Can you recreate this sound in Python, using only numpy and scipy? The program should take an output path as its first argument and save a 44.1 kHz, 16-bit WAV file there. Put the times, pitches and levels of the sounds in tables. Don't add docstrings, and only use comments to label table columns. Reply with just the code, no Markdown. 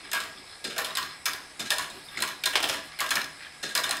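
import sys
import numpy as np
from scipy import signal
from scipy.fft import rfft, irfft, next_fast_len
from scipy.io import wavfile
from scipy.ndimage import uniform_filter1d, map_coordinates

SR = 44100
rng = np.random.default_rng(int(sys.argv[2]) if len(sys.argv) > 2 else 0)


def ratio(d):
    e = np.asarray(d, float) / 20
    return 10 ** e


def int16_out(signal):
    q = np.round(np.clip(np.atleast_2d(signal).T, -1, 1) * 32767)
    wavfile.write(sys.argv[1], SR, q.astype(np.int16))


N = 176400


def unit(x):
    return x / np.sqrt(np.mean(x ** 2) + 1e-20)


def noise(size=N):
    return rng.standard_normal(size)


def wobble(rate_hz, size=N):
    knots = noise(int(size * rate_hz / SR) + 4)
    return map_coordinates(knots, [np.arange(size) * rate_hz / SR])


def decay(t, t60_s):
    return ratio(-60 * t / t60_s)


def rise(t, rise_s):
    return 1 - np.exp(-t / rise_s)


def blow(db, size):
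    return ratio(db) * (np.arange(size) == 0)


def swells(rows):
    t = np.arange(N) / SR
    return sum(ratio(db) * np.exp(-2 * (2 * (t - s) / length) ** 2) for s, length, db in rows)


def add_at(out, start_s, sound):
    out[round(start_s * SR):][:len(sound)] += sound


def modes(table, hz):
    total = 0
    for k, (centre, width, db) in enumerate(table):
        loss = 1j * hz * width
        total = total + (-1) ** k * ratio(db) * loss / (centre ** 2 - hz ** 2 + loss)
    return total


def filtered(x, response):
    m = next_fast_len(len(x) + SR // 8)
    return irfft(rfft(x, m) * response(np.fft.rfftfreq(m, 1 / SR)), m)[:len(x)]


def dulled(x, top_hz):
    return filtered(x, lambda hz: 1 / (1 + (hz / top_hz) ** 6))


def ring(table, shape, push=0):
    detune, scatter_db, rattle_db, rattles_per_s = 0.01, 2, 11, 300
    luck = noise((len(table), 2))
    body = [(f * (1 + detune * a), w, db + scatter_db * b) for (f, w, db), (a, b) in zip(table, luck)]
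    norm = np.sqrt(np.mean(np.abs(modes(body, np.linspace(1, SR / 2, num=2048))) ** 2))
    rattles = ratio(rattle_db * (rng.random(len(shape)) < rattles_per_s / SR))
    drive = shape * rattles * noise(len(shape)) + push
    return filtered(drive, lambda hz: modes(body, hz)) / norm


# f/Hz, width/Hz, level/dB
CLICK_MODES = [(2610, 390, -8.5), (3375, 142, -1), (3625, 87, 3.5), (4140, 121, 4), (5120, 181, 1),
               (6440, 580, -6.5), (7240, 1100, -8), (8690, 550, -7.5), (9890, 260, -6), (11730, 1300, -11),
               (13000, 3000, -28.5)]
# f/Hz, width/Hz, level/dB
SHELL_MODES = [(4180, 4500, -2), (9600, 1600, -3), (13300, 11000, -7.5)]


def click(t, crack_db, damp, chatter, onset, top_hz):
    crack = ratio(crack_db) * decay(t, 0.017)
    tail = ratio(-3) * crack + chatter * ratio(-8) * decay(t, 0.24 / damp)
    beam = ring(CLICK_MODES, onset * tail, onset * blow(crack_db - 3, len(t)))
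    sizzle = ratio(-20.5) * crack + ratio(-11.5) * decay(t, 0.25 / damp)
    shell = ring(SHELL_MODES, onset * sizzle)
    return dulled(beam + shell, top_hz)


def body_ring(table, t, db, t60_s, rise_s, onset, trim_db=0, chatter=1):
    swell = chatter * ratio(db + trim_db) * decay(t, t60_s) * rise(t, rise_s)
    return ring(table, swell, onset * blow(db + 16.5, len(t)))


# t/s, peak/dB, thump/dB, frame ring/dB, crack/dB
STOP_HITS = [
    (0.115, -19.5, -17, -5, 4.5),
    (0.763, -23, -2, 3.5, -7),
    (0.952, -17.5, -17, -7, 5.5),
    (2.203, -16, -13.5, -6, -1),
    (2.437, -15, -15, -4, 1),
    (2.532, -20.5, -8, 2.5, -1),
    (2.989, -18, -13, -1.5, -1),
    (3.09, -20, -19, -10, 4.5),
    (3.892, -15.5, -10.5, -7, 2),
]
RAMP_DROPS = [(0.1317, -13, -19, -1.5, 5.5), (0.7803, -12, -12.5, -5, 3.5), (0.971, -12.5, -31, -2.5, 6.5),
              (1.256, -9.5, -24, -6.5, 2.5), (1.704, -8.5, -15, -6, 6.5), (2.222, -13.5, -33, -3.5, 9.5),
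              (2.457, -9, -26.5, -8, 7), (2.627, -10.5, -13, -6.5, -1.5), (3.004, -13.5, -17, -0.5, 8.5),
              (3.106, -11.5, -21, -3.5, 5.5), (3.155, -13, -17, -1.5, 7.5), (3.751, -9.5, -22, -6, 7.5),
              (3.776, -14.5, -16, -5.5, 9), (3.909, -15, -19.5, -2, 12.5)]
REBOUNDS = [(0.157, -28, -12, 3, -4), (0.202, -20.5, -29, -5.5, 4), (0.236, -25.5, -17, -4, 0),
            (0.846, -14.5, -23, -7, 1.5), (0.903, -39.5, -18, 12, 1), (1.0266, -20.5, -22, -8, 0),
            (1.333, -22, -28, -1, 7), (1.783, -15.5, -22, -5, 7), (1.819, -20, -24, -6, -10),
            (1.900, -29, -12.5, -15, 7), (2.275, -18.5, -24, -7, -4), (2.687, -11.5, -18.5, -8.5, -15),
            (2.739, -20.5, -16, -2.5, 0), (3.063, -25, -27, -10, 10), (3.015, -26, -24, 4, 1),
            (3.1368, -26, -12, -8, 10), (3.2143, -27.5, -27, -8, 14.5), (3.2425, -32, -31, -19, 17.5),
            (3.8357, -17.5, -16, -3.5, 2), (3.8405, -15.5, -28, -5.5, 3.5), (3.968, -24, -19, -9, 10.5)]
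BIN_HITS = [
    (0.641, -12.5, -15, -12, 5),
    (0.698, -21, -22, -5.5, 8),
    (1.5933, -11.5, -17, -12.5, 4),
    (1.653, -17.5, -36, -13.5, -14),
    (2.17, -19, -12.5, -7, 5),
    (3.627, -11, -17, -11, -7),
    (3.688, -19, -27, -8.5, 1),
]
# f/Hz, width/Hz, level/dB
FRAME_MODES = [(954, 79, -6), (993, 92, -0.5), (1152, 58, 0), (1309, 110, -5), (1464, 120, -4.5),
               (1639, 24, 5), (1796, 130, -2), (1892, 178, -3), (2260, 210, -7), (3000, 610, -10)]
TABLE_MODES = [(482, 106, -1.5), (580, 46, 3.5), (644.6, 33, 8.5), (803, 75, 1)]
BIN_MODES = [(145, 24, -9), (212, 40, -5), (307, 170, -4.5), (447, 82, -1), (680, 230, -8)]


def contacts():
    out, t = np.zeros(N + SR), np.arange(SR // 3) / SR
    soft = rise(t, 0.003)
    stop_damp, soft_top_hz, bin_top_hz = 2.2, 15000, 11300
    kinds = [(STOP_HITS, stop_damp, FRAME_MODES[4:], TABLE_MODES, 1, soft_top_hz),
             (RAMP_DROPS, 1, FRAME_MODES, TABLE_MODES, 1, SR),
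             (REBOUNDS, 1, FRAME_MODES, TABLE_MODES, 1, soft_top_hz),
             (BIN_HITS, 1, FRAME_MODES[3:], BIN_MODES, soft, bin_top_hz)]
    for rows, damp, beams, base, onset, top_hz in kinds:
        for s, db, thump_db, frame_db, crack_db in rows:
            chatter = ratio(3 * np.clip(wobble(355, len(t)), -2, 2))
            bright = click(t, crack_db, damp, chatter, onset, top_hz)
            frame = body_ring(beams, t, frame_db, 0.27 / damp, 0.002, onset, chatter=chatter)
            thump = body_ring(base, t, thump_db, 0.38 / damp, 0.0026, onset, trim_db=1)
            add_at(out, s, ratio(db - 12) * (bright + frame + thump))
    return out[:N]


# t/s, peak/dB
STRAY_HITS = [
    (2.555, -3.5),
    (2.576, -16),
    (2.603, -19),
    (2.641, -12),
    (2.696, -14.5),
    (2.701, -22),
    (2.717, -25),
    (2.728, -23),
    (2.743, -26),
    (2.755, -30),
]
# f/Hz, width/Hz, level/dB
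TRAY_MODES = [(288, 98, -4), (610, 420, -3), (1100, 530, 0.5), (2140, 1500, -0.5), (3260, 760, 1.5),
              (5100, 960, -6.5), (9000, 4200, -14.5)]


def stray():
    out, t = np.zeros(N + SR), np.arange(SR // 3) / SR
    for s, db in STRAY_HITS:
        tail = ratio(-9.5 + 3 * wobble(355, len(t))) * decay(t, 0.17)
        shape = decay(t, 0.017) + tail
        add_at(out, s, ratio(db - 10) * ring(TRAY_MODES, shape, blow(5, len(t))))
    return out[:N]


# t/s, level/dB
JOINT_TICKS = [(.049, -44.5), (2.304, -37), (2.791, -39), (2.929, -44), (3.372, -47), (3.392, -49),
               (3.406, -41), (3.421, -42), (3.432, -42), (3.448, -42), (3.458, -43), (3.466, -40.5)]
# f/Hz, width/Hz, level/dB
JOINT_MODES = [(1710, 240, 2), (2520, 280, -2.5), (3230, 320, -2.5), (4170, 280, -9)]


def joints():
    out, t = np.zeros(N + SR), np.arange(SR // 8) / SR
    for s, db in JOINT_TICKS:
        add_at(out, s, ring(JOINT_MODES, ratio(db) * decay(t, 0.058)))
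    return out[:N]


# middle/s, length/s, level/dB
ROLL_PASSES = [
    (0.05, 0.23, -51),
    (0.387, 0.054, -50),
    (0.53, 0.15, -50.5),
    (1.12, 0.13, -49),
    (1.953, 0.16, -56.5),
    (2.164, 0.17, -45.5),
    (2.84, 0.44, -54.5),
    (3.439, 0.28, -61),
]


def rolling():
    floor_db, grains_per_s, spread_db = -64, 2500, 6
    level = ratio(floor_db) + swells(ROLL_PASSES)
    size = ratio(spread_db * np.minimum(rng.exponential(size=N), 2))
    knocks = (rng.random(N) < grains_per_s / SR) * noise() * size
    body = lambda hz: modes(FRAME_MODES[2:], hz) + ratio(-3.5) * modes(CLICK_MODES[:5], hz)
    return level * unit(filtered(knocks, body))


# t/s, level/dB, f/Hz, t60/s
LINK_PINGS = [
    (2.086, -30, 3620, 0.026),
    (2.173, -12, 2120, 0.012),
    (2.437, -17, 2400, 0.016),
    (2.438, -23.5, 3720, 0.042),
    (2.997, -20, 2120, 0.03),
    (.905, -27.5, 3790, 0.032),
    (1.902, -39, 3750, .08),
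]
# start/s, length/s, from/Hz, to/Hz, level/dB
LINK_CREAKS = [
    (2.134, 0.042, 1880, 2130, -47),
    (2.91, 0.068, 1894, 2600, -48),
]


def links():
    out, t = np.zeros(N + SR), np.arange(SR // 8) / SR
    for s, db, hz, t60_s in LINK_PINGS:
        add_at(out, s, ratio(db) * decay(t, t60_s) * rise(t, 0.0011) * np.sin(2 * np.pi * hz * t))
    for s, length, from_hz, to_hz, db in LINK_CREAKS:
        u = np.clip(t / length, 0, 1)
        pitch_hz = (from_hz + (to_hz - from_hz) * u) * (1 + 0.1 * wobble(388, len(t)))
        level = ratio(db + 3.7 * wobble(217, len(t))) * np.abs(np.sin(np.pi * u))
        add_at(out, s, level * np.sin(2 * np.pi * np.cumsum(pitch_hz) / SR))
    return out[:N]


# middle/s, length/s, level/dB
CHAIN_BRUSHES = [
    (.5, 0.056, -68),
    (1.97, 0.14, -60),
    (2.06, 0.055, -58),
    (2.13, 0.11, -59),
    (2.86, .08, -57),
]


def brushes():
    colour = lambda hz: modes(SHELL_MODES[1:], hz) ** 2 / (1 + (hz / 15000) ** 10)
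    return swells(CHAIN_BRUSHES) * unit(filtered(noise(), colour))


# f/Hz, width/Hz, level/dB
GEAR_MODES = [(760, 28, -6), (1180, 190, -4.5), (1655, 27, 6), (1946, 230, 0.5), (2400, 850, -4),
              (3370, 280, -5.5), (3890, 130, -3.5), (4380, 300, -6), (5120, 247, -0.5), (8030, 710, -7.5),
              (9940, 1270, -10)]


def motor():
    mesh_hz = 73.4 * (1 + 0.024 * wobble(1.9))
    mesh_db = 0.5 * np.sin(2 * np.pi * np.cumsum(mesh_hz) / SR)
    return ratio(-49) * unit(filtered(noise() * ratio(mesh_db), lambda hz: modes(GEAR_MODES, hz)))


def patchy(x):
    z = signal.stft(x, nperseg=512)[2]
    field = uniform_filter1d(noise(z.shape), size=8, axis=0)
    field = uniform_filter1d(field, size=12, axis=1)
    return signal.istft(z * ratio(1.8 * unit(field)), nperseg=512)[1][:N]


# f/Hz, width/Hz, level/dB
HUM_MODES = [(75, 24, -2.5), (153.6, 7.6, 1.5)]


def hum():
    return ratio(-67) * unit(filtered(noise(), lambda hz: modes(HUM_MODES, hz) ** 2))


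# f/Hz, width/Hz, level/dB
LEG_MODES = [(70.5, 33, -4), (153.3, 21.2, -1.5), (213.8, 24.2, -1.5), (283.5, 25.6, 1.5),
             (382, 65.5, -1.5)]
# middle/s, length/s, level/dB
ROLL_RUMBLES = [
    (.05, 0.24, -56.5),
    (.38, 0.22, -57.5),
    (1.97, 0.17, -53.5),
    (2.2, .12, -52),
    (2.75, 0.2, -53),
    (3.18, 0.051, -53),
    (3.85, 0.073, -64),
]


def legs(hits):
    fading = decay(np.arange(SR // 2) / SR, 0.39)
    shaking = signal.fftconvolve(np.abs(hits), fading / fading.sum())[:N]
    boom = unit(filtered(noise(), lambda hz: modes(LEG_MODES, hz) ** 2))
    return (ratio(-18.5) * shaking + swells(ROLL_RUMBLES)) * boom


def room(x):
    out, t, span = np.zeros(N + SR), np.arange(SR // 3) / SR, round(SR / 4)
    for start in range(0, N, span):
        tail = noise(len(t)) * decay(t, 0.48) * (t > 0.006)
        tail = filtered(tail / np.linalg.norm(tail), lambda hz: 1 / (1 + 1j * hz / 9600) ** 2)
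        echo = signal.fftconvolve(x[start:start + span], tail)
        out[start:][:len(echo)] += echo
    return ratio(-7) * out[:N]


# f/Hz, level/dB per Hz
AIR_SPECTRUM = [(12, -45), (20, -1), (70, -2), (607, -0.5), (759, 2), (1480, -6), (1660, -6.5), (9400, -30),
                (16000, -35)]


def air():
    f, db = np.transpose(AIR_SPECTRUM)
    colour = lambda hz: ratio(np.interp(np.log(hz + 1), np.log(f + 1), db))
    return ratio(-55.5 + 0.68 * wobble(3.1)) * unit(filtered(noise(), colour))


def scene():
    hits = contacts() + stray() + links() + joints()
    steady = dulled(patchy(rolling() + motor()) + hum() + air(), 13000)
    return (hits + room(hits) + legs(hits) + brushes() + steady)[None]


def top_cut(x):
    return signal.sosfilt(signal.butter(12, 16820, fs=SR, output="sos"), x)


def record(dry):
    clip_top, top_hz = 0.5, 15850
    soft = dry[0] / (1 + (dry[0] / clip_top) ** 4) ** (1 / 4)
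    edge = lambda hz: ratio(-38 / (1 + np.exp(np.clip((top_hz - hz) / 40, -50, 50))))
    return top_cut(filtered(soft, edge)[None])


dry = scene()
out = record(dry)
int16_out(out)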